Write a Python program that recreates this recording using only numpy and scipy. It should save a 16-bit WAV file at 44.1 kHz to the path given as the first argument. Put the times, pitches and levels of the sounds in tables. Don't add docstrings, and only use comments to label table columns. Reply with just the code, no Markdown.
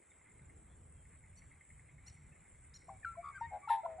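import sys
import numpy as np
from scipy import signal
from scipy.fft import rfft, irfft, next_fast_len
from scipy.io import wavfile
from scipy.ndimage import uniform_filter1d, map_coordinates

SR = 44100
rng = np.random.default_rng(int(sys.argv[2]) if len(sys.argv) > 2 else 0)


def transcribe(u):
    v = np.clip(np.atleast_2d(u).T, -1, 1)
    q = np.round(v * 32767).astype(np.int16)
    wavfile.write(sys.argv[1], SR, q)


N = 176400
T = np.arange(N) / SR


def amp(db):
    return 10 ** (np.asarray(db) / 20)


def unit(x):
    return x / np.sqrt(np.mean(x ** 2) + 1e-20)


def along(points, hz):
    f, v = np.transpose(points)
    return np.interp(np.log(hz + 1), np.log(f + 1), v)


def filtered(x, response):
    size = next_fast_len(N + SR // 2)
    return irfft(rfft(x, size) * response(np.fft.rfftfreq(size, 1 / SR)), size)[..., :N]


def wobble(rate):
    return map_coordinates(rng.standard_normal(int(N * rate / SR) + 4), [T * rate])


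def noise(spectrum, patchy_db):
    # frequency_hz, level_db
    width = [(30, -32), (60, -23), (110, -18), (190, -11), (340, -5), (610, -1), (1080, -3), (1500, -10),
             (1930, -20), (3450, -20), (6500, -26), (8000, -17)]
    white = signal.stft(rng.standard_normal((2, N)), nperseg=1024)[2]
    patches = uniform_filter1d(rng.standard_normal(white.shape[1:]), size=5, axis=0)
    patches = uniform_filter1d(patches, size=4, axis=1)
    pair = signal.istft(white * amp(patchy_db * unit(patches)), nperseg=1024)[1][:, :N]

    def gains(hz):
        gain = amp(along(spectrum, hz)) * (hz > .5 * spectrum[0][0]) * (hz < 2 * spectrum[-1][0])
        return gain * np.array([np.ones_like(hz), amp(along(width, hz))])
    mid, side = filtered(pair, gains)
    return unit(np.array([mid + side, mid - side]))


def add(out, start_s, x):
    i = round(start_s * SR)
    out[i:i + len(x)] += x[:N - i]


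def ramp(u):
    return np.sin(np.pi / 2 * np.clip(u, 0, 1)) ** 2


def phase_of(hz):
    return 2 * np.pi * np.cumsum(hz) / SR


def traffic():
    # time_s, level_db
    levels = [(0.0, -79.5), (0.26, -68.5), (0.39, -61), (1.58, -61), (1.66, -74), (1.71, -61.5),
              (2.33, -58.5), (2.35, -80), (2.38, -62.5), (3.58, -62), (3.64, -69.5), (4.0, -67.5)]
    # frequency_hz, level_db
    colour = [(15, -39.5), (25, -11.5), (45, -6.5), (70, 1.5), (138, -7.5), (149, -4.5), (173, -14),
              (300, -25), (390, -49.5), (660, -120)]
    return amp(np.interp(T, *np.transpose(levels)) + 1.3 * wobble(8.6)) * noise(colour, patchy_db=1.0)


def leaves():
    # frequency_hz, level_db
    colour = [(200, 0.5), (400, -0.5), (570, -8.5), (1000, -13.5), (1500, -11.5), (2500, -16.5),
              (3340, -22), (3800, -23.5), (4800, -34), (6500, -23.5), (7200, -38)]
    # time_s, relative_db
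    swells = [(0.0, -84), (0.43, -77), (0.88, -75.5), (1.0, -80), (1.82, -87.5), (2.06, -82), (3.42, -83),
              (4.0, -76.5)]
    rush_db = np.interp(T, *np.transpose(swells)) + 5.5 + 0.54 * wobble(13)
    rush = amp(rush_db) * noise(colour[:4], patchy_db=2.5)
    rustle = amp(-75.5 + 0.27 * wobble(2.3)) * noise(colour[2:], patchy_db=3.5)
    return rush + rustle


def frogs_or_crickets():
    # start_s, relative_db
    pulses = [(0.0189, -61.5), (0.1151, -64.5), (0.2079, -62), (0.3037, -67), (0.3905, -63), (0.4948, -59),
              (1.05, -61.5), (1.1428, -66), (1.2366, -57.5), (1.3264, -63), (1.4162, -58), (1.512, -57),
              (1.6072, -56.5), (1.6995, -55.5), (1.7918, -59), (1.8861, -57), (1.9789, -58),
              (2.0757, -59.5), (2.1675, -59.5), (2.2568, -74), (2.355, -61), (2.4523, -61), (2.5446, -64),
              (2.6414, -62.5), (2.7282, -63), (2.817, -59), (2.8888, -65)]
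    # pitch_hz, relative_db, ring_s (time to fade by 60 dB)
    tones = [(1853, 1, 0.061), (1969, -6.5, 0.076), (2074.1, 7, 0.06), (2194, 2, 0.088), (2580, -14, 0.091)]
    # time_s, level_db
    chorus_levels = [(0.0, -76), (0.4, -73.5), (0.56, -79.5), (0.86, -83.5), (1.15, -75.5), (1.48, -75),
                     (3.02, -75), (3.25, -69.5), (3.52, -68.5), (4.0, -70)]
    # frequency_hz, level_db
    chorus_colour = [(1500, -13.5), (1850, -9.5), (2080, -1), (2250, -5), (2550, -13.5), (3000, -47)]
    caller, t = np.zeros(N), np.arange(SR // 10) / SR
    for start, db in pulses:
        stray_db, phases = rng.standard_normal((2, len(tones))) * [[2], [3]]
        ring = sum(amp(level + stray - 60 * t / ring_s) * np.sin(2 * np.pi * hz * t + phase)
                   for (hz, level, ring_s), stray, phase in zip(tones, stray_db, phases))
        add(caller, start, amp(db - 7) * ring * ramp(t / 0.0055))
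    chorus_db = np.interp(T, *np.transpose(chorus_levels)) + 1.7 * wobble(22)
    return caller + amp(chorus_db) * noise(chorus_colour, patchy_db=1.5)[0]


def insects():
    # start_s, relative_db
    calls = [(0.0937, -63), (0.21, -65), (0.3067, -65), (0.444, -63.5), (0.5594, -64.5), (0.6439, -72),
             (0.745, -67.5), (0.8405, -82), (1.036, -80), (1.1134, -76), (1.2176, -71), (1.349, -68.5),
             (1.4335, -81), (1.5464, -82), (1.6488, -82), (1.7798, -74), (1.9026, -72), (2.0058, -72),
             (2.1405, -68), (2.2549, -68), (2.3337, -69), (2.395, -68.5), (2.5082, -65), (2.6262, -65.5),
             (2.8714, -63), (2.99, -65), (3.11, -65), (3.238, -69), (3.3388, -69), (3.483, -69.5),
             (3.5934, -66), (3.6955, -65), (3.8565, -72), (3.9609, -67)]
    # frequency_hz, level_db
    colour = [(6500, -35.5), (6950, -10.5), (7300, -2), (7800, 3), (8300, 9.5), (8800, -18), (9500, -20),
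              (10400, -17.5), (11500, -25.5)]
    zip_s, from_hz, to_hz = 0.027, 7640, 7000
    zips, u = np.zeros(N), np.linspace(0, 1, round(zip_s * SR))
    one_zip = np.sin(np.pi * u) * np.sin(phase_of(from_hz + (to_hz - from_hz) * u))
    for start, db in calls:
        add(zips, start, amp(db - 3) * one_zip)
    zips *= amp(2.0 * wobble(200))
    hiss_db = -68.5 + wobble(4) + 0.97 * wobble(7.6)
    return zips + amp(hiss_db) * noise(colour, patchy_db=2.5)


def far_bird():
    # start_s, length_s, from_hz, bend_hz, to_hz, level_db
    whistles = [(3.395, .03, 6130, 5510, 5340, -75.5), (3.804, .04, 2250, 2066, 1910, -64),
                (.10, 0.025, 3650, 3650, 3460, -76), (.68, 0.077, 3384, 3480, 3370, -80.5),
                (.96, 0.078, 3280, 3210, 3100, -80.5), (2.315, 0.0267, 2424, 2670, 2600, -70),
                (2.315, .03, 2014, 1740, 1810, -69.5), (2.92, 0.056, 2305, 2247, 2460, -68.5),
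                (3.03, .03, 2433, 2385, 2300, -59.5), (3.055, 0.038, 2280, 2180, 2450, -61.5),
                (3.16, 0.074, 2340, 2208, 2450, -63), (3.24, 0.076, 2177, 2218, 2230, -63),
                (3.30, 0.077, 2300, 2160, 2504, -59), (3.45, 0.0992, 2270, 2134, 2266, -59.5),
                (3.61, 0.079, 2350, 2247, 2110, -61), (3.68, 0.062, 2112, 2130, 2220, -58)]
    out = np.zeros(N)
    for start, length, from_hz, bend_hz, to_hz, db in whistles:
        u = np.linspace(0, 1, round(length * SR))
        pitch = np.interp(u, [0, .6, 1], [from_hz, bend_hz, to_hz])
        add(out, start, amp(db) * np.sin(np.pi * u) * np.sin(phase_of(pitch)))
    return out


def small_bird():
    # start_s, length_s, top_hz, relative_db, start_drop, end_drop (shares of the top pitch)
    chirps = [(1.36, 0.043, 1500, -68.5, 0.143, .09), (2.06, 0.047, 1463, -61, .18, 0.17),
              (2.736, 0.044, 1432, -62, 0.19, .17)]
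    # pitch_multiple, relative_db
    overtones = [(2, -26.5), (3, -2.5), (4, 3), (5, -2), (6, -8), (7, -6.5)]
    # frequency_hz, level_db
    breath_colour = [(3000, 8), (4200, -13), (6000, -3), (8000, 9), (10500, 0), (11500, -25)]
    out, jitter = np.zeros(N), 0.0077 * wobble(400)
    breath = amp(-7.5) * noise(breath_colour, patchy_db=7.0)[0]
    for start, length, top_hz, db, start_drop, end_drop in chirps:
        u = np.linspace(-1, 1, round(length * SR))
        here = slice(round(start * SR), round(start * SR) + len(u))
        arch = 1 - np.where(u < 0, start_drop, end_drop) * np.abs(u) ** 2.24
        phase = phase_of(top_hz * (arch + jitter[here]))
        voice = sum(amp(level) * np.sin(n * phase) for n, level in overtones) + breath[here]
        add(out, start, amp(db) * (1 - u * u) ** 1.05 * voice)
    return out * amp(3.5 * wobble(260))


def warble(t, start, length, swell_s, from_hz, to_hz, below_db, above_db, step_db, lag):
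    beat = phase_of(from_hz + (to_hz - from_hz) * t / length)
    beat = beat - np.interp(swell_s - start, t, beat) - lag
    return 1 + sum(amp(side_db + step_db * (k - 1)) * np.exp(1j * (side * k * beat - lag * k * k))
                   for k in range(1, 5) for side, side_db in ((-1, below_db), (0.99, above_db)))


def rasp(breath, colour):
    start_s, end_s, rise_s, fall_s = 3.684, 3.788, .012, .06
    repeat_hz, buzz_share = 92, 0.81
    scrap = rng.standard_normal(SR)[:round(SR / repeat_hz)]
    buzz = unit(filtered(np.resize(scrap, N), lambda hz: amp(along(colour, hz))))
    fade = ramp((T - start_s) / rise_s) * ramp((end_s - T) / fall_s)
    return amp(-54) * fade * (buzz_share * buzz + (1 - buzz_share ** 2) ** .5 * breath)


def magpie():
    # start_s, length_s, rise_s, fall_s, from_hz, to_hz, level_db (before fading),
    # sag_db (lost over the note), overtones_db (relative)
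    notes = [(2.882, .014, 0.0045, 0.0075, 705, 720, -48, 3, -28),
             (2.889, 0.01, 0.0053, .005, 997, 1099, -42, 5, -33),
             (3.028, 0.018, .005, .005, 1838, 1650, -50.5, 8.5, -28),
             (3.046, 0.011, 0.0026, 0.0051, 1653, 1310, -34.5, -0.5, -27),
             (3.049, 0.098, 0.016, .008, 1362, 1340, -38.5, 17.5, -29),
             (3.151, 0.017, .009, 0.0077, 1030, 1050, -52, 8, -31),
             (3.164, 0.063, 0.036, 0.044, 664, 706, -36.5, 6.5, -41.5),
             (3.330, 0.052, 0.041, 0.0084, 1614, 1534, -46, 0, -26),
             (3.372, .018, 0.0075, 0.0073, 1517, 1370, -50, -3.5, -46),
             (3.392, 0.021, 0.0096, .006, 1410, 1390, -54.5, 1, -46),
             (3.368, 0.031, 0.012, 0.0094, 1200, 1247, -59, -7, -42),
             (3.408, 0.026, 0.0077, .018, 884, 944, -34.5, 3.5, -30),
             (3.418, 0.089, 0.0061, 0.066, 926.4, 925, -41, 16.5, -23),
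             (3.419, .052, 0.0273, 0.014, 1811, 1886, -49, -3.5, -26),
             (3.619, 0.056, .026, .020, 1144, 1150, -52.5, -1, -33),
             (3.672, 0.016, 0.0081, 0.0093, 870, 883, -38.5, -7, -28.5),
             (3.682, 0.017, 0.0077, 0.0064, 1320, 1371, -42.5, -8, -15),
             (3.829, 0.02, .009, 0.0069, 628, 680, -47.5, -10, -29.5),
             (3.846, 0.0254, 0.0063, 0.015, 690, 682, -34, 6, -27),
             (3.855, 0.01358, 0.0087, 0.0069, 976, 987, -32.5, 1, -39),
             (3.858, .013, 0.0053, 0.011, 1390, 1380, -49, -1, -29),
             (3.978, 0.033, 0.012, 0.01, 700, 827, -44.5, -0.5, -37)]
    # the same columns, then swell_s (lines up the beat), beat_from_hz, beat_to_hz,
    # below_db, above_db (nearest side tones), step_db (each further one), lag_radians
    warbled_notes = [(2.897, 0.085, 0.004, .02, 790.8, 744, -47.5, 28.5, -36, 2.901, 126, 126, -9.5, -17, -18, 0.67),
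                     (3.219, .112, 0.039, 0.043, 1138, 1117, -45.5, 2.5, -26.5, 3.258, 70.9, 71.8, -16, -4, -4.5, 0.45),
                     (3.500, 0.092, 0.049, 0.027, 841, 814, -41.5, 5, -33.5, 3.2, 80.5, 80.6, 0, -13, -7, 1.2),
                     (3.695, .130, .011, 0.031, 926.5, 876.6, -25.5, 24, -28, 3.709, 92.6, 101, -6.5, -14, -19, 1.5),
                     (3.856, .150, 0.0102, 0.0071, 661.7, 631.3, -43.5, 14.5, -30.5, 3.872, 127.3, 124.6, -16.5, -13, -12.5, 1.53)]
    # pitch_multiple, relative_db
    overtone_levels = [(2, -0.5), (3, -6), (4, -9.5), (5, -11), (6, -16.5)]
    # frequency_hz, gain_db
    throat = [(1500, 7.5), (2200, 2), (3000, -7), (3900, -1), (4600, -4.5), (5400, -9), (6200, -29)]
    # frequency_hz, level_db
    breath_colour = [(900, -21.5), (1800, 2.5), (2600, -5), (3900, 1), (4300, -28), (5400, -13.5),
                     (6000, -40.5), (8800, -27), (9650, 8.5), (10400, -9), (11200, -33.5)]
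    tone, overtones, force = np.zeros((3, N))
    for start, length, rise, fall, from_hz, to_hz, db, sag_db, over_db, *beat in notes + warbled_notes:
        t = np.arange(round(length * SR)) / SR
        u = t / length
        fade = ramp(t / rise) * ramp((length - t) / fall)
        sag = amp(-sag_db * u ** 1.57)
        note = fade * sag * np.exp(1j * phase_of(from_hz + (to_hz - from_hz) * u))
        if beat:
            note *= warble(t, start, length, *beat)
        strength = np.abs(note) + 1e-9
        stack = sum(amp(level) * (note / strength) ** n for n, level in overtone_levels).real
        add(tone, start, amp(db) * note.real)
        add(overtones, start, amp(db + over_db) * strength ** 1.54 * stack)
        add(force, start, (amp(db) * strength) ** 1.5)
    breath = noise(breath_colour, patchy_db=4.0)[0]
    raspy = rasp(breath, breath_colour)
    hoarse = filtered(overtones * (1 + 0.41 * wobble(350)), lambda hz: amp(along(throat, hz)))
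    flute = tone * (1 + 0.045 * wobble(120))
    return flute + hoarse + raspy + amp(-31) * force * breath


def echoes(x, channels):
    # frequency_hz, ring_s (time to fade by 60 dB)
    ring_times = [(500, 0.56), (2000, 0.32), (5000, 0.52), (10000, 0.16)]
    hz, t, white = signal.stft(rng.standard_normal((channels, SR // 2)), SR, nperseg=256)
    tail = signal.istft(white * amp(-60 * t / along(ring_times, hz)[:, None]), SR, nperseg=256)[1]
    delayed = np.pad(x, (600, 0))[None]
    return signal.fftconvolve(delayed, tail / np.linalg.norm(tail[0]), axes=1)[:, :N]


def scene():
    song, small, far = magpie(), small_bird(), far_bird()
    birds = song * amp([[1.5], [-1.5]]) + amp(-18.5) * echoes(song, channels=2)
    birds += small + amp(-14.5) * echoes(small, channels=1)
    birds += far + amp(-12.5) * echoes(far, channels=1)
    return birds + frogs_or_crickets() + insects() + traffic() + leaves()


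def record(dry):
    # frequency_hz, lead_radians
    lead = [(6500, 0), (7000, 0.24), (8600, 3.5), (10200, 3), (10500, 4.5), (11100, 5)]
    top_hz = 11580
    return filtered(dry, lambda hz: np.exp(.5j * np.outer([1, -1], along(lead, hz))) * (hz < top_hz))


dry = scene()
out = record(dry)
transcribe(out)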